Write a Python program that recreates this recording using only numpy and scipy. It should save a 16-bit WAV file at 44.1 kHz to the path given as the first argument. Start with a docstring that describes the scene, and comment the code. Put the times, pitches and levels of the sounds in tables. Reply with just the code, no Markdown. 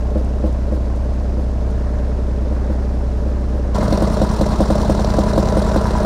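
"""A deep, slightly uneven boom fills a closed aircraft cabin, then at 3.744 s the same engine is heard through the open door.
A six-cylinder piston engine idles: crank-timed pulses excite decaying modes of exhaust and airframe, heard as
boom, thud, pipe tone and knock. Unburnt charge now and then pops in the pipe, and misfires weaken pulses.
Valve openings crack and release puffs of filtered noise; struck modes tick and chuff.
Shaped noise makes the wash of propeller and cooling air."""
import sys
import numpy as np
from scipy import signal
from scipy.fft import rfft, irfft, next_fast_len
from scipy.io import wavfile

SR = 44100
rng = np.random.default_rng(int(sys.argv[2]) if len(sys.argv) > 2 else 0)


def master(y):
    """Save y as 16-bit WAV."""
    cut = np.clip(np.atleast_2d(y).T, -1, 1)
    pcm = np.round(cut * 32767)  # scale
    wavfile.write(sys.argv[1], SR, pcm.astype(np.int16))


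N = 267069


def from_db(db):
    """Logarithmic level: 20 dB is a tenfold amplitude."""
    return 10 ** (np.asarray(db) / 20)


def in_time(rows):
    """Linear interpolation of (seconds, value) rows at every sample, one second of run-in included."""
    return np.interp(np.arange(N + SR) / SR - 1, *np.transpose(rows))


def band(x, edges_hz, order):
    """Band-pass filtering: a Butterworth filter keeps the range between two edges."""
    return signal.sosfilt(signal.butter(order, edges_hz, "band", fs=SR, output="sos"), x)


def coloured(spectrum):
    """Spectral shaping: white noise is weighted by (Hz, dB per Hz) rows and scaled to rms 1."""
    size = next_fast_len(N + SR)
    table_hz, table_db = np.transpose(spectrum)
    bins_hz = np.arange(size // 2 + 1) * SR / size
    gain = from_db(np.interp(np.log(bins_hz + 1), np.log(table_hz), table_db))
    noise = irfft(rfft(rng.standard_normal(size)) * gain, size)[:N + SR]
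    return noise / noise.std()


def clicks_at(seconds, sizes):
    """Impulse train: one sample per event, with one second of run-in in front."""
    at = np.round((np.ravel(seconds) + 1) * SR).astype(int)
    keep = (at >= 0) & (at < N + SR)
    return np.bincount(at[keep], np.ravel(sizes)[keep], N + SR)


def ring(clicks, hz, t60):
    """Damped resonance: a unit click starts a sine from height 1 that falls 60 dB in t60 seconds."""
    radius = 10 ** (-3 / (t60 * SR))
    angle = 2 * np.pi * hz / SR
    feedback = [1, -2 * radius * np.cos(angle), radius * radius]
    return signal.lfilter([0, np.sin(angle)], feedback, clicks + 1e-18)


def ring_modes(clicks, modes):
    """Modal superposition: the same clicks excite every (Hz, signed height, t60) mode."""
    return sum(height * ring(clicks, hz, t60) for hz, height, t60 in modes)


def struck(seconds, db, modes, spread_db):
    """Modal excitation: each blow drives every (Hz, dB, t60) mode with a strength of its own."""
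    spread = spread_db * rng.standard_normal((len(seconds), len(modes)))
    total = 0
    for k, (hz, level_db, t60) in enumerate(modes):
        clicks = clicks_at(seconds, from_db(db + level_db + spread[:, k]))
        total = total + ring(clicks, hz, t60)
    return total


def puffs(seconds, db, rise_s, fall_s):
    """Gas discharge envelope: the difference of two exponentials rises fast and falls more slowly."""
    t = np.arange(int(6 * fall_s * SR)) / SR
    shape = np.exp(-t / fall_s) - np.exp(-t / rise_s)
    return signal.fftconvolve(clicks_at(seconds, from_db(db)), shape / shape.max())[:N + SR]


def firing_times(crank, places):
    """Crank kinematics: times (cycles x places) at which the crank passes each place in its cycle."""
    s, done = np.transpose(crank)
    # The mean speed carries the crank one second beyond either end of the table.
    speed = (done[-1] - done[0]) / (s[-1] - s[0])
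    s = np.r_[s[0] - 1, s, s[-1] + 1]
    done = np.r_[done[0] - speed, done, done[-1] + speed]
    cycles = np.arange(np.ceil(done[0]) + 1, done[-1] - 1)
    return np.interp(cycles[:, None] + places, done, s)


def misfire_db(times):
    """Lost combustion: every pulse within reach of a misfire is weakened."""
    # Each row: time in seconds, full loss in dB, of which some layers take only a share.
    misfires = [(4.275, 10), (4.372, 28), (4.566, 20), (4.663, 18), (4.955, 3), (5.818, 1.5), (5.914, 8)]
    reach_s = 0.016
    s, loss_db = np.transpose(misfires)
    return -(loss_db * (abs(times[..., None] - s) < reach_s)).sum(axis=-1)


def wash(spectrum, level_db, rumble_db, air_db, cowl_db):
    """Turbulence noise: an even rush, a lumpy swelling roar ringing in the cowling, rumble and top hiss."""
    # Level of the roar. Each row: time in seconds, rms level in dB.
    roar_level = [(0.0, -44.5), (.8, -43), (1.6, -44.5), (1.87, -37.5), (2.1, -40), (2.4, -41.5),
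                  (2.7, -38), (2.9, -42), (3.74, -39.5), (3.76, -28.5), (3.9, -32), (4.4, -33.5),
                  (5.04, -35.5), (5.67, -29.5), (6.06, -31.5)]
    roar = band(coloured(spectrum), [687, 1890], order=2)
    sung = ring(roar, hz=992, t60=0.35)
    roar = roar / roar.std() + from_db(cowl_db) * sung / sung.std()
    lumps = band(rng.standard_normal(N + SR), [12, 60], order=1)
    roar = roar * from_db(2.4 * lumps / lumps.std())  # 2.4 dB rms of random level change
    rumble = band(rng.standard_normal(N + SR), [89, 175], order=3)
    air = band(rng.standard_normal(N + SR), [11400, 17000], order=2)
    return (from_db(level_db) * coloured(spectrum)
            + from_db(in_time(roar_level)) * roar / roar.std()
            + from_db(rumble_db) * rumble / rumble.std()
            + from_db(air_db) * air / air.std())


def ticks():
    """Impulsive friction noise: loose cabin panels tick as short bursts of treble noise."""
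    # Each row: time in seconds, height of the burst envelope in dB.
    panel_ticks = [(0.2474, -44), (0.5262, -44), (0.7218, -45), (0.9593, -44), (1.7081, -44), (3.4207, -51)]
    s, db = np.transpose(panel_ticks)
    treble = band(rng.standard_normal(N + SR), [6000, 10500], order=2)
    return treble * puffs(s, db, rise_s=0.00055, fall_s=0.0031)


def tappet():
    """Impact excitation: the valve gear ticks bright, each tick with a colour of its own."""
    # Blows of the valve gear. Each row: time in seconds, strength in dB.
    blows = [(3.7499, -31), (3.881, -26.5), (3.906, -30), (3.927, -22), (3.9743, -22), (4.0247, -25),
             (4.0766, -35), (4.1464, -26), (4.1704, -29), (4.2187, -22), (4.2914, -26), (4.3893, -25),
             (4.4132, -19.5), (4.466, -22), (4.6578, -34), (4.6797, -26), (4.706, -25), (4.7805, -27),
             (4.8164, -23), (4.8484, -23), (4.9505, -22), (4.996, -22.5), (5.047, -22), (5.1038, -20),
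             (5.1388, -20.5), (5.1676, -28), (5.191, -21), (5.237, -24.5), (5.3343, -24), (5.3816, -28),
             (5.427, -27), (5.456, -24), (5.487, -21.5), (5.5236, -23), (5.619, -25), (5.7174, -26),
             (5.7748, -22), (5.814, -33), (5.87, -27), (6.0032, -23.5)]
    # Modes of the valve gear. Each row: frequency in Hz, relative level in dB, t60 in seconds.
    metal_modes = [(4010, -11.5, .025), (4350, -13, 0.023), (4830, -14, 0.02), (5590, -12.5, 0.02),
                   (6100, -15.5, .015), (7040, -18, 0.023)]
    s, db = np.transpose(blows)
    return struck(s, db, metal_modes, spread_db=4.0)


def chuff(crank, rows):
    """Pipe resonance: exhaust strokes give short hollow knocks, each a little early or late."""
    # Modes of the pipe. Each row: frequency in Hz, relative level in dB, t60 in seconds.
    pipe_modes = [(393, -0.5, 0.046), (482, -4, 0.025), (565, 0, 0.044), (648, -1.5, 0.045),
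                  (722, -6.5, 0.044)]
    uneven_db, jitter_s = 2.0, 0.0008
    places, db = np.transpose(rows)
    times = firing_times(crank, places)
    db = db + misfire_db(times) + uneven_db * rng.standard_normal(times.shape)
    times = times + jitter_s * rng.standard_normal(times.shape)
    knocks = struck(times.ravel(), db.ravel(), pipe_modes, spread_db=3.0)
    return band(knocks, [330, 800], order=2)


def gas_puffs(times, low_db, high_db, gas, uneven_db, colour_db):
    """Jet noise: each valve opening releases a burst of hiss with its own strength and colour."""
    # Edges of neighbouring hiss bands in Hz.
    edges_hz = [300, 1500, 3000, 5000, 8000, 20000]
    split_hz = 3000  # bands starting here or above take the high puff level
    hiss = coloured(gas)
    uneven = uneven_db * rng.standard_normal(times.shape)
    total = 0
    for low_hz, high_hz in zip(edges_hz, edges_hz[1:]):
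        db = low_db if low_hz < split_hz else high_db
        db = db + uneven + colour_db * rng.standard_normal(times.shape)
        envelope = puffs(times, db, rise_s=0.0035, fall_s=0.0056)
        total = total + band(hiss, [low_hz, high_hz], order=2) * envelope
    return total


def cracks(times, crack_db, modes, soft_hz):
    """Pressure-step excitation: valve openings crack in the pipe, with the treble above soft_hz weak."""
    # Strength of all cracks. Each row: time in seconds, gain in dB.
    crack_gain = [(0, 2), (1.8, -4), (3.7, -4), (3.75, 1), (4.5, -1.5), (5.2, 1.5), (6.06, 6)]
    jitter_s, uneven_db = 0.0006, 1.5
    times = times + jitter_s * rng.standard_normal(times.shape)
    db = crack_db + np.interp(times, *np.transpose(crack_gain)) + misfire_db(times)
    db = db + uneven_db * rng.standard_normal(times.shape)
    return band(struck(times.ravel(), db.ravel(), modes, spread_db=2.2), [620, soft_hz], order=3)


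def pops(modes, crack_modes, gas, spit_db, snap_db, spit_s, lag_s, crack_db):
    """Explosive excitation: unburnt charge lights, rings pipe and airframe, cracks, and spits gas with a snap."""
    # Each row: time in seconds, strength in dB, brightness of the snap in dB.
    events = [(.1547, 1.5, -1), (.4369, 2.5, -2), (.7193, -0.5, 1), (1.3774, -7.5, 5), (2.415, -10, 0),
              (2.509, -6, 0), (2.6964, -1.5, -1), (3.2585, -4.5, 1), (3.5395, -8.5, 5), (3.8261, -8, 6),
              (3.9227, -2.5, 3), (4.0195, -2, 5), (4.2136, -0.5, -3), (4.4083, -0.5, 2), (4.6023, 1, -4),
              (4.7, -0.5, 1), (4.8941, 0.5, -1), (4.9904, -9, -1), (5.1831, 0.5, -1), (5.3756, 1, 2),
              (5.5672, -0.5, -3), (5.7587, -0.5, 0), (6.0454, -1, 0)]
    crack_lag_s = 0.00303  # a pop cracks after it lights
    s, db, bright_db = np.transpose(events)
    body = band(ring_modes(clicks_at(s, from_db(db)), modes), [25, 1000], order=3)
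    sharp = struck(s + crack_lag_s, db + crack_db, crack_modes, spread_db=2.5)
    sharp = band(sharp, [620, 1900], order=3)
    spit = coloured(gas) * puffs(s + lag_s, db + spit_db, rise_s=spit_s / 2, fall_s=spit_s)
    snap_db = db + spit_db + snap_db + bright_db
    snap = band(rng.standard_normal(N + SR), [4500, 12000], order=1)
    snap = snap * puffs(s + lag_s, snap_db, rise_s=spit_s / 2, fall_s=spit_s)
    return body + sharp + spit + snap


def drone(crank, pulses, modes, band_hz, uneven_db, misfire_share):
    """Periodic modal excitation: pulses of varying strength at set crank places ring one frequency range."""
    places, db = np.transpose(pulses)
    times = firing_times(crank, places)
    db = db + misfire_share * misfire_db(times) + uneven_db * rng.standard_normal(times.shape)
    rings = ring_modes(clicks_at(times, from_db(db)), modes)
    return signal.sosfiltfilt(signal.butter(6, band_hz, "band", fs=SR, output="sos"), rings)


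def exhaust(crank, boom, thud, pipe, knock, pipe_db, knock_uneven_db):
    """Resonant response to firing: four ranges, each given as (pulses, modes), sound together."""
    # Strength of the knock. Each row: time in seconds, gain in dB.
    knock_gain = [(0, 0.5), (.8, 0.5), (1.6, -0.5), (2.4, 0.4), (3.1, 2), (3.7, 2), (3.75, 2), (3.88, 0.5),
                  (4.0, 4), (4.2, 2), (4.33, 0), (4.45, 2), (4.75, 2.5), (4.95, 0.5), (5.2, 2), (5.5, 3),
                  (5.8, 1), (6.06, 4)]
    low = drone(crank, *boom, [24, 90], uneven_db=0.3, misfire_share=0.066)
    thuds = drone(crank, *thud, [90, 168], uneven_db=0.7, misfire_share=0.5)
    tone = drone(crank, *pipe, [168, 365], uneven_db=1.0, misfire_share=0.42)
    knocks = drone(crank, *knock, [365, 880], knock_uneven_db, misfire_share=0.6)
    return low + thuds + from_db(pipe_db) * tone + from_db(in_time(knock_gain)) * knocks


def cabin():
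    """Transmission into an enclosure: boom rules in the closed cabin and the treble is muffled."""
    # Crank angle. Each row: time in seconds, four-stroke cycles done.
    crank = [(-0.0271, -0.3), (0.1433, 1.5), (0.3784, 4.0), (0.6137, 6.5), (0.8488, 9.0), (1.0842, 11.5),
             (1.319, 14.0), (1.5536, 16.5), (1.7893, 19.0), (2.0255, 21.5), (2.2613, 24.0), (2.4975, 26.5),
             (2.7317, 29.0), (2.9658, 31.5), (3.2004, 34.0), (3.4343, 36.5), (3.7436, 39.8)]
    # Pulses arriving in each range. Each row: place in the cycle (0-1), strength in dB.
    boom_pulses, thud_pulses = [(0.12, 0.4), (0.284, -0.3), (0.467, -0.2), (0.628, 0.5), (0.808, -0.4),
                                (0.935, -0.1)], [(0.125, 1.4), (0.308, -3.7), (0.463, 1.7),
                                                           (0.565, 1.6), (0.751, 5.2), (0.787, -6.1)]
    pipe_pulses, knock_pulses = [(0.203, 6.6), (0.288, -0.8), (0.54, 4.3), (0.684, -7.8), (0.834, -1.0),
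                                 (0.989, -1.2)], [(0.03, 4.8), (0.096, 10.7), (0.243, 1.4),
                                                            (0.395, -8.0), (0.508, -17.6), (0.627, 1.5),
                                                            (0.712, 1.8), (0.839, -2.8)]
    # Modes of each range and of a pop. Each row: frequency in Hz, signed height, t60 in seconds.
    boom_modes, thud_modes = [(19.7, 0.841, 0.171), (62.8, -0.046, 0.2), (80.9, -0.129, 0.175)], [(108.7, 0.297, 0.015), (145.7, -0.081, 0.091)]
    pipe_modes, knock_modes = [(195.7, -0.018, 0.2), (212.0, -0.028, 0.095), (303.6, 0.05, 0.119),
                               (306.9, -0.034, 0.2)], [(382.7, 0.015, 0.102), (436.8, -0.073, 0.039),
                                                   (444.4, 0.046, 0.068), (565.9, 0.016, 0.088),
                                                   (602.0, -0.008, 0.2), (802.1, -0.001, 0.2)]
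    pop_modes = [(46.2, 0.177, 0.183), (66.1, -0.126, 0.25), (110.5, 0.111, 0.042), (194.5, -0.115, 0.201),
                 (234.7, 0.103, 0.07), (312.5, 0.097, 0.25), (365.5, -0.09, 0.02), (506.4, 0.075, 0.187),
                 (526.1, 0.034, 0.183), (592.7, -0.083, 0.111), (855.6, -0.006, 0.248)]
    # Valve openings. Each row: place in the cycle (0-1), then crack, low puff and high puff in dB.
    valves = [(.05, -25, 3, 4), (0.189, -32, 3, 1.5), (0.301, -24.5, -5, 0), (0.469, -26, 2.5, -5),
              (0.55, -20.5, -3, 1), (0.68, -30, 5, 1), (0.802, -25.5, -3, -2), (0.928, -21, 2, -1)]
    # Modes of a crack. Each row: frequency in Hz, relative level in dB, t60 in seconds.
    crack_modes = [(666, -9, 0.038), (805, -15.5, 0.022), (1052, -21.5, 0.058), (1290, -26, 0.033)]
    # Hollow knocks of the exhaust strokes. Each row: place in the cycle (0-1), strength in dB.
    chuffs = [(0.041, -40), (.53, -38), (.60, -41), (.79, -33.5), (.89, -34.5)]
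    # Noise spectra of wash and gas. Each row: frequency in Hz, relative density in dB per Hz.
    wash_spectrum, gas_spectrum = [(60, -10), (140, -26), (230, -14), (339, -6.5), (426, -9.5), (482, -9.5),
                                   (596, -16), (662, -16), (862, -25), (1710, -29.5), (2810, -39),
                                   (5110, -37), (9300, -46), (15500, -73)], [(530, -59), (900, 1), (1080, -4), (1170, -11),
                                                       (1610, -2.5), (1910, -21), (2790, -14),
                                                       (4330, -14.5), (5370, -18), (9180, -29),
                                                       (15500, -47)]

    rush = wash(wash_spectrum, level_db=-35.5, rumble_db=-39.5, air_db=-82, cowl_db=-16)
    places, crack_db, low_db, high_db = np.transpose(valves)
    times = firing_times(crank, places)
    gas = gas_puffs(times, low_db, high_db, gas_spectrum, uneven_db=0.8, colour_db=1.0)
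    gas = from_db(-45) * gas
    sharp = cracks(times, crack_db, crack_modes, soft_hz=1220)
    bangs = pops(pop_modes, crack_modes, gas_spectrum, spit_db=-48.5, snap_db=-6,
                 spit_s=0.015, lag_s=0.017, crack_db=-17.0)
    firings = exhaust(crank, (boom_pulses, boom_modes), (thud_pulses, thud_modes),
                      (pipe_pulses, pipe_modes), (knock_pulses, knock_modes),
                      pipe_db=0.8, knock_uneven_db=1.3)
    return rush + ticks() + chuff(crank, chuffs) + gas + sharp + bangs + firings


def door():
    """Direct radiation: the pipe, its cracks and the gas reach the listener through the open door."""
    # Crank angle. Each row: time in seconds, four-stroke cycles done.
    crank = [(3.7323, -0.3), (3.9061, 1.5), (4.0998, 3.5), (4.2939, 5.5), (4.4884, 7.5), (4.6832, 9.5),
             (4.8777, 11.5), (5.0703, 13.5), (5.2629, 15.5), (5.4551, 17.5), (5.6466, 19.5), (5.8379, 21.5),
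             (6.0591, 23.8)]
    # Pulses arriving in each range. Each row: place in the cycle (0-1), strength in dB.
    boom_pulses, thud_pulses = [(0.318, 0.4), (0.399, -1.1), (0.498, -0.3), (0.818, 0.1), (0.891, -0.7),
                                (0.982, 1.6)], [(0.077, -3.8), (0.261, 4.5), (0.445, -3.4),
                                                          (0.555, 5.2), (0.745, 2.3), (0.892, -4.8)]
    pipe_pulses, knock_pulses = [(0.078, -1.2), (0.16, 5.0), (0.42, -3.0), (0.504, 3.5), (0.741, -4.5),
                                 (0.895, 0.2)], [(0.057, -6.2), (0.187, 11.3), (0.353, 4.3),
                                                           (0.448, 3.0), (0.546, 1.0), (0.663, -7.2),
                                                           (0.797, 0.7), (0.911, -7.1)]
    # Modes of each range and of a pop. Each row: frequency in Hz, signed height, t60 in seconds.
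    boom_modes, thud_modes = [(31.0, 0.58, 0.2), (43.2, -1.297, 0.057), (73.9, -0.117, 0.175)], [(93.3, -0.062, 0.2), (129.4, -0.132, 0.089)]
    pipe_modes, knock_modes = [(181.7, -0.493, 0.024), (214.0, 0.201, 0.099), (263.3, 0.024, 0.2),
                               (309.5, 0.033, 0.162)], [(374.1, -0.012, 0.155), (459.7, 0.026, 0.102),
                                                  (599.4, 0.092, 0.071), (636.4, 0.017, 0.2),
                                                  (640.5, -0.269, 0.017), (683.6, 0.126, 0.018)]
    pop_modes = [(47.2, 0.123, 0.046), (56.6, -0.062, 0.249), (93.5, 0.119, 0.091), (194.6, 0.371, 0.127),
                 (207.5, -0.6, 0.027), (324.2, 0.277, 0.091), (421.0, 0.056, 0.108), (516.3, -0.352, 0.054),
                 (565.7, 0.431, 0.045), (636.1, 0.13, 0.103), (762.2, -0.102, 0.083)]
    # Valve openings. Each row: place in the cycle (0-1), then crack, low puff and high puff in dB.
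    valves = [(.01, -26, 3.5, 1), (.05, -17, -8, -14), (.18, -16, 1.5, -1.5), (0.24, -14.5, 6, 7.5),
              (0.322, -30, -6, -8), (0.441, -25, 2.5, -1.5), (0.509, -52, 0, 3.5), (0.547, -20, 5, -0.5),
              (0.69, -11, 0.5, 2.5), (.76, -17, 6.5, 3.5), (0.845, -21.5, 0.5, 5.5), (0.94, -14.5, 4.5, 4)]
    # Modes of a crack. Each row: frequency in Hz, relative level in dB, t60 in seconds.
    crack_modes = [(855, -21, 0.014), (999, -10.5, 0.021), (1347, -13.5, 0.01), (1630, -35, 0.019)]
    # Hollow knocks of the exhaust strokes. Each row: place in the cycle (0-1), strength in dB.
    chuffs = [(.03, -35.5), (0.159, -36), (.52, -31), (.79, -27.5), (.87, -28.5)]
    # Noise spectra of wash and gas. Each row: frequency in Hz, relative density in dB per Hz.
    wash_spectrum, gas_spectrum = [(140, -3.5), (230, -14.5), (265, -5), (441, -7.5), (639, -14),
                                   (789, -24), (993, -17), (1180, -20), (2080, -30), (2230, -37),
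                                   (4140, -28), (8520, -38), (15500, -64)], [(470, -4), (800, -4), (1000, -5.5), (1220, -9.5),
                                                      (1700, -12.5), (1860, -36), (2050, -16), (2270, -27),
                                                      (2440, -22.5), (2940, -22), (4010, -14.5),
                                                      (5750, -19.5), (6590, -29), (7100, -21.5),
                                                      (8550, -20), (10500, -36), (13000, -43.5),
                                                      (15500, -47)]
    gas_lead_s = 0.0038  # gas starts ahead of the crack

    rush = wash(wash_spectrum, level_db=-28.5, rumble_db=-36.0, air_db=-64, cowl_db=-5.5)
    places, crack_db, low_db, high_db = np.transpose(valves)
    times = firing_times(crank, places)
    gas = gas_puffs(times - gas_lead_s, low_db, high_db, gas_spectrum, uneven_db=1.8, colour_db=1.6)
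    gas = from_db(-32) * gas
    sharp = cracks(times, crack_db, crack_modes, soft_hz=1800)
    bangs = pops(pop_modes, crack_modes, gas_spectrum, spit_db=-29, snap_db=-9.5,
                 spit_s=0.0053, lag_s=0.0013, crack_db=-12)
    firings = exhaust(crank, (boom_pulses, boom_modes), (thud_pulses, thud_modes),
                      (pipe_pulses, pipe_modes), (knock_pulses, knock_modes),
                      pipe_db=1, knock_uneven_db=0.9)
    return rush + tappet() + chuff(crank, chuffs) + gas + sharp + bangs + firings


def scene():
    """Linear crossfade: the closed cabin gives way to the open door within a few milliseconds."""
    change_s, fade_s = 3.744, 0.0021
    outside = np.clip((np.arange(N) / SR - change_s) / fade_s, 0, 1)
    mix = (1 - outside) * cabin()[SR:] + outside * door()[SR:]  # the run-in is dropped
    return mix[None]


def record(dry):
    """Saturation and band limiting: a tanh curve rounds peaks, a steep low-pass cuts the top."""
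    overload = 7.5  # height at which peaks flatten
    dry = overload * np.tanh(dry / overload)
    low_pass = signal.ellip(14, 0.3, 100, 15680, fs=SR, output="sos")  # 0.3 dB ripple, 100 dB stop, Hz
    return signal.sosfilt(low_pass, dry)


dry = scene()
out = record(dry)
master(out)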